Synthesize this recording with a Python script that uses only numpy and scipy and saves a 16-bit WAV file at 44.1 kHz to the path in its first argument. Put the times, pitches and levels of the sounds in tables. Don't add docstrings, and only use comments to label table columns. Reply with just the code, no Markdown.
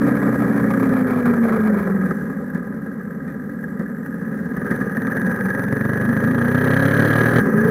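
import sys
import numpy as np
from scipy import signal
from scipy.fft import rfft, irfft
from scipy.io import wavfile
from scipy.ndimage import uniform_filter1d

SR = 44100
rng = np.random.default_rng(int(sys.argv[2]) if len(sys.argv) > 2 else 0)


def int16_out(signal):
    q = np.round(np.clip(np.atleast_2d(signal).T, -1, 1) * 32767)
    wavfile.write(sys.argv[1], SR, q.astype(np.int16))


N = 339570
T = np.arange(N) / SR

# t/s, opening/0-1
THROTTLE = [(4.54, 0), (4.7, 0.63), (4.87, 0.35), (4.99, 0.56), (6.3, 0.65), (6.88, 1), (7.388, 1),
            (7.43, 0.01), (7.6, 0.46), (7.7, 0.55)]
# multiple of the firing rate, level/dB
HIGH_ORDERS = [(9, 0.5), (17, -21.5), (18, -18.5)]
# f/Hz, level/dB
BOOM = [(25, -47.5), (70, -13.5), (110, -16.5), (145, -2), (180, 6.5), (222, 7.5), (270, 2), (310, -8.5),
        (400, -54.5)]
# f/Hz, level/dB
PANELS = [(260, -19.5), (335, -6), (375, 1), (430, 2), (550, -0.5), (670, -19), (810, -11), (910, -25),
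          (1005, -10.5), (1090, -18.5), (1250, -5.5), (1380, -13), (1900, -13.5), (2700, -51)]
# f/Hz, level/dB
VALVES = [(500, -21.5), (900, -10.5), (1130, -32), (1250, -9), (1370, -18.5), (1540, -1.5), (1655, 9),
          (1770, -3), (1930, -4.5), (2080, -58), (2350, -27), (2750, -35.5), (6000, -55), (15500, -76)]
# f/Hz, level/dB
CRACK = [(500, 11.5), (1000, 16.5), (1400, -1), (1700, 41), (1950, 29.5), (2100, 18), (2400, 16),
         (2750, -10.5), (3600, 4.5), (5000, -3), (8000, -5.5), (11000, 5), (15500, -21)]
# f/Hz, width/Hz, level/dB
RINGS = [(6110, 73, -2), (6180, 80, -5.5), (9700, 60, -6), (10450, 130, 9), (11200, 60, -16),
         (12150, 120, -13), (11700, 50, -1.5), (12322, 50, -3), (12560, 100, -13), (13350, 54, -9),
         (13600, 99, 11), (14770, 60, -19)]

# (drive engages s, drive releases s)
HIGH_GEAR_S, LOW_GEAR_S, NEXT_GEAR_S = (0, 2.12), (4.9, 7.4), (7.55, 7.7)
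IDLE_HZ, SLOW_KMH = 10.73, 24.6
LUG_HZ, LUG_SPAN_HZ = 23.74, 2.7
SHELL_HZ, SHELL_WIDTH_HZ = 222.3, 66


def undb(db):
    return 10 ** (np.asarray(db) / 20)


def curves(table):
    s, *columns = np.transpose(table)
    return [np.interp(T, s, column) for column in columns]


def during(span, fade_s=0.021):
    inside_s = np.minimum(T - span[0], span[1] - T)
    return np.clip(1 + inside_s / fade_s, 0, 1)


def noise():
    return rng.standard_normal(N)


def steady(x, size=9000):
    power = uniform_filter1d(uniform_filter1d(x * x, size), size // 2)
    return x / np.sqrt(np.abs(power) + 1e-12)


def walk(rate):
    hold = int(SR / rate)
    steps = np.repeat(rng.standard_normal(N // hold + 1), hold)
    return 1.86 * uniform_filter1d(steps, hold)[:N]


def colour(x, points, size=8192):
    hz, db = np.transpose(points)
    f = np.fft.rfftfreq(size, 1 / SR) + 1
    gain = undb(np.interp(np.log(f), np.log(hz), db))
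    cepstrum = irfft(np.log(gain))
    cepstrum[1:size // 2] *= 2
    cepstrum[size // 2 + 1:] = 0
    response = irfft(np.exp(rfft(cepstrum)))
    return signal.fftconvolve(x, response / np.linalg.norm(response))[:N]


def ring(x, modes):
    out = 0
    for hz, width, db in modes:
        pole = np.exp((2j * np.pi * hz - np.pi * width) / SR)
        mode = signal.lfilter([1], [1, -pole], x).imag
        out = out + undb(db) * np.sqrt(width) * mode
    return out


def die_away(x, decay_s):
    return signal.lfilter([1], [1, -np.exp(-1 / (decay_s * SR))], x)


def delay(x, lag_s):
    return np.interp(T - lag_s, T, x, left=0)


def strikes(cycles, place, scatter_db, jitter_s):
    turns = np.arange(place, cycles[-1], 1)
    turns = turns[turns > cycles[0]]
    chance = rng.standard_normal((len(turns), 2))
    at = (np.interp(turns, cycles, T) + jitter_s * chance[:, 0]) * SR
    sizes = undb(scatter_db * chance[:, 1])
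    return np.bincount(np.clip(at.astype(int), 0, N - 1), sizes, N)


def grains(rate, spread_db):
    hits = rng.random(N) < rate / SR
    return hits * undb(spread_db * np.minimum(rng.exponential(size=N), 3))


def texture(cycles, repeat):
    size = 1100
    turn = np.interp(cycles * size, np.arange(size), rng.standard_normal(size), period=size)
    return np.sqrt(repeat) * turn + np.sqrt(1 - repeat) * noise()


def near_shell(hz):
    return 1 / (1 + (2 * (hz - SHELL_HZ) / SHELL_WIDTH_HZ) ** 2)


def resonating(rate):
    main_order = HIGH_ORDERS[0][0]
    return during(HIGH_GEAR_S) * near_shell(main_order * rate)


def hum(cycles, rate, orders, waver_db, shell_db=0):
    out = 0
    for order, db in orders:
        level_db = db + waver_db * walk(25) + shell_db * near_shell(order * rate)
        out = out + undb(level_db) * np.sin(2 * np.pi * (order * cycles + rng.random()))
    return np.sqrt(2) * out


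def lugging(rate):
    return np.clip((LUG_HZ - rate) / LUG_SPAN_HZ, 0, 1)


def pulling(fade_s):
    return during((THROTTLE[0][0], THROTTLE[-1][0]), fade_s)


def shaken(rate, speed, throttle, idle_db, engine_db, road_db, throttle_db):
    engine_octaves = np.log2(rate / IDLE_HZ)
    road_octaves = np.log2(speed / SLOW_KMH)
    return idle_db + engine_db * engine_octaves + road_db * road_octaves + throttle_db * throttle


def bodywork(cycles, boom_db, buzz_db):
    blows = strikes(cycles, 0, scatter_db=4.5, jitter_s=0.0011)
    blows = blows + .5 * strikes(cycles, .55, scatter_db=7.0, jitter_s=0.0018)
    road_grain = 0.19 * grains(rate=90, spread_db=5.5)
    load = 0.24 + np.maximum(during(HIGH_GEAR_S), pulling(fade_s=0.11))
    shaking = load * steady(die_away(blows + road_grain, decay_s=0.0084)) + 1.07
    boom = steady(colour(shaking * texture(cycles, repeat=0.16), BOOM), size=3000)
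    buzz = steady(colour(shaking * texture(cycles, repeat=0.24), PANELS))
    return boom * undb(boom_db) + buzz * undb(buzz_db)


def bumps(decay_s=0.03, rebound_s=0.0291):
    # t/s, thud level/dB, rattle level/dB
    jolts = [(0.893, -11.5, -34), (2.056, -30, -29), (2.548, -13.5, -30), (3.278, -22, -30.5),
             (3.795, -14.5, -35), (4.709, -11.5, -22.5), (4.809, -13.5, -29)]
    jolt, loose = np.zeros(N), np.zeros(N)
    for s, thud_db, rattle_db in jolts:
        jolt[int(s * SR)] = undb(thud_db)
        loose[int(s * SR)] = undb(rattle_db)
    thud = colour(jolt + .5 * delay(jolt, rebound_s), BOOM) * undb(23.5)
    shudder = colour(die_away(jolt, decay_s) * noise(), PANELS) * undb(-14)
    contact = die_away(loose + 0.12 * delay(loose, rebound_s), decay_s=0.025)
    clatter = colour(contact * noise(), VALVES) * undb(-8.5)
    crackle = colour(contact * noise(), CRACK) * undb(-6.5)
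    return thud + shudder + clatter + crackle


def drive(cycles, rate, high_db=-26, low_db=-35, next_db=-25, shell_db=8.5):
    # multiple of the firing rate, level/dB
    low_orders = [(7, -7), (8, -1.5), (9, 0), (11, -2), (13, -8)]
    # multiple of the firing rate, level/dB
    take_up_orders = [(5, -16), (6, 0.5), (8, -6.5), (15, -1.5), (16, -23)]
    high = hum(cycles, rate, HIGH_ORDERS, waver_db=1.6) * undb(high_db + shell_db * resonating(rate))
    low = hum(cycles, rate, low_orders, waver_db=3.5, shell_db=5) * undb(low_db)
    take_up = hum(cycles, rate, take_up_orders, waver_db=5.1) * undb(next_db)
    in_gear = during(HIGH_GEAR_S) * high + during(LOW_GEAR_S) * low
    return in_gear + during(NEXT_GEAR_S, fade_s=0.047) * take_up


def crank(cycles, rate):
    # multiple of the firing rate, level/dB
    crank_orders = [(2, -21.5), (4, -1.5), (6, -5), (7, 1.5), (8, -0.5)]
    # f/Hz, level/dB
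    rattle_colour = [(400, 7.5), (650, 29.5), (900, 22), (1250, 28.5), (1900, 11), (2300, 17.5),
                     (2700, -4.5), (3300, -2.5), (5000, -9), (8000, -15.5), (11000, -1), (15500, -10)]
    blows = strikes(cycles, 0, scatter_db=7.5, jitter_s=0.0019) + 1.7 * grains(rate=130, spread_db=3.0)
    rattle = steady(colour(die_away(blows, decay_s=0.0049) * noise(), rattle_colour))
    rattle_db = -33.5 - 14 * lugging(rate) + 2.5 * resonating(rate)
    tones = hum(cycles, rate, crank_orders, waver_db=1.2)
    hum_db = -28 + 22.5 * np.log2(rate / 32.7)
    return during(HIGH_GEAR_S) * (tones * undb(hum_db) + rattle * undb(rattle_db))


def hard_knocks(decay_s=0.0059, clatter_db=-3, ring_db=-24):
    # t/s, level/dB
    blows_at = [(2.5004, -25.5), (2.9944, -32), (3.6388, -26), (4.0604, -20.5), (4.389, -29),
                (4.568, -20.5), (4.665, -24), (4.9683, -14.5), (5.1696, -15)]
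    blows = np.zeros(N)
    for s, db in blows_at:
        blows[int(s * SR)] = undb(db)
    contact = die_away(blows, decay_s)
    clatter = colour(contact * noise(), VALVES) * undb(clatter_db)
    ringing = contact * steady(ring(noise(), RINGS)) * undb(ring_db)
    return clatter + ringing


def valve_gear(cycles, clatter_db):
    # place in the cycle/0-1, level/dB
    knocks = [(.01, -7), (.22, -12.5), (0.579, -7), (0.799, -8)]
    # f/Hz, width/Hz, level/dB
    fins = [(1651, 16, -3), (1773, 40, -7.5), (1923, 23, -7.5)]
    # f/Hz, width/Hz, level/dB
    singing_modes = [(7540, 25, -10), (7940, 24, -10), (11596, 40, -7), (11670, 20, -2), (12200, 20, 0),
                     (12548, 40, -6)]
    blows = sum(undb(db) * strikes(cycles, place, scatter_db=1.5, jitter_s=.0006) for place, db in knocks)
    force = steady(die_away(blows, decay_s=0.0066))
    rubbing = steady(colour((force + .3) * texture(cycles, repeat=.5), VALVES))
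    fin_ring = steady(ring(ring(blows, fins), [(1680, 610, 0)]))
    clatter = (rubbing + 0.26 * fin_ring) * undb(-1.0)
    rings = steady(ring((force + .5) * noise(), RINGS)) * undb(-21)
    singing = steady(ring(noise(), singing_modes)) * undb(-24)
    singing = singing * (1 - 0.86 * pulling(fade_s=.5))
    return (clatter + rings + singing) * undb(clatter_db)


def firings(cycles, rate, throttle, pipe_s=0.0074, echo=0.74):
    # f/Hz, level/dB
    thump_colour = [(30, -38), (60, -18), (85, -1.5), (120, 2.5), (170, 1.5), (260, 1), (400, -19),
                    (550, -9.5), (800, -25.5), (1300, -16.5), (2000, -35), (2700, -60)]
    # f/Hz, level/dB
    gas_colour = [(400, 11), (700, 12), (1000, 14), (1700, 15), (2250, 9.5), (2700, -3), (3150, 6.5),
                  (3600, -3.5), (4050, 0.5), (5000, -13), (8000, -16.5), (11000, -12), (15500, -22)]
    fired = strikes(cycles, 0, scatter_db=1.5, jitter_s=.0001)
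    pulses = fired + echo * delay(fired, pipe_s)
    thump = steady(-colour(delay(pulses, -0.0011), thump_colour))
    splinters = .13 * die_away(fired, decay_s=.002) * noise()
    crack = steady(-colour(fired + splinters, CRACK))
    gas = steady(colour(die_away(pulses, decay_s=0.0049) * texture(cycles, repeat=0.17), gas_colour))
    flow = np.clip((rate - 23) / 9, .03, 1)
    dry_knock = crack * undb(18.0) * np.sqrt(np.clip(1 - 0.89 * flow, 0, 1))
    rasp = gas * undb(11) * np.sqrt(flow)
    thump_gain = throttle ** 1.16 * undb(-17 - 8 * lugging(rate))
    bark_gain = throttle ** 2.67 * undb(-42)
    return thump * thump_gain + (dry_knock + rasp) * bark_gain


def scene(road_db=0.37, uneven_db=0.5):
    # t/s, firing rate/Hz
    revs = [(0.0, 32.62), (0.45, 32.03), (1.05, 28.4), (1.6, 24.31), (2.13, 20.36), (2.5, 10.57),
            (3.45, 10.28), (4.0, 11.87), (4.7, 20.99), (4.87, 18.62), (5.0, 19.95), (5.45, 21.18),
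            (6.1, 26.12), (6.75, 33.16), (7.38, 40.81), (7.53, 26.16), (7.7, 29.76)]
    # t/s, speed/(km/h)
    road = [(0, 62), (2.0, 46), (3.0, 38), (4.0, 22), (5.0, 29), (6.2, 21), (7.7, 30)]
    rate, = curves(revs)
    speed, = curves(road)
    throttle = np.clip(curves(THROTTLE)[0], 0, 1)
    cycles = np.cumsum(rate) / SR - .5
    slack = during((LOW_GEAR_S[1], NEXT_GEAR_S[1]), fade_s=0.01)
    bumpy_db = road_db * walk(9)
    state = rate, speed, throttle
    boom_db = shaken(*state, idle_db=-27.5, engine_db=4.0, road_db=0.5, throttle_db=-5.0)
    boom_db = boom_db + bumpy_db + 2.5 * slack
    buzz_db = shaken(*state, idle_db=-38.5, engine_db=5.5, road_db=2.5, throttle_db=5)
    buzz_db = buzz_db + bumpy_db + 4.5 * slack + 4 * resonating(rate)
    clatter_db = shaken(*state, idle_db=-42.5, engine_db=6, road_db=0.27, throttle_db=10)
    clatter_db = clatter_db + uneven_db * walk(12) + 4.5 * slack
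    clatter_db = clatter_db + 3 * lugging(rate) * throttle
    shell = bodywork(cycles, boom_db, buzz_db) + bumps()
    turning = drive(cycles, rate) + crank(cycles, rate)
    cylinder = hard_knocks() + valve_gear(cycles, clatter_db)
    return (shell + turning + cylinder + firings(cycles, rate, throttle))[None]


def record(dry):
    rounded = np.tanh(.6 * dry) / .6
    top_hz = 15700
    low_pass = signal.ellip(10, .2, 80, top_hz, fs=SR, output="sos")
    return signal.sosfilt(low_pass, rounded)


dry = scene()
out = record(dry)
int16_out(out)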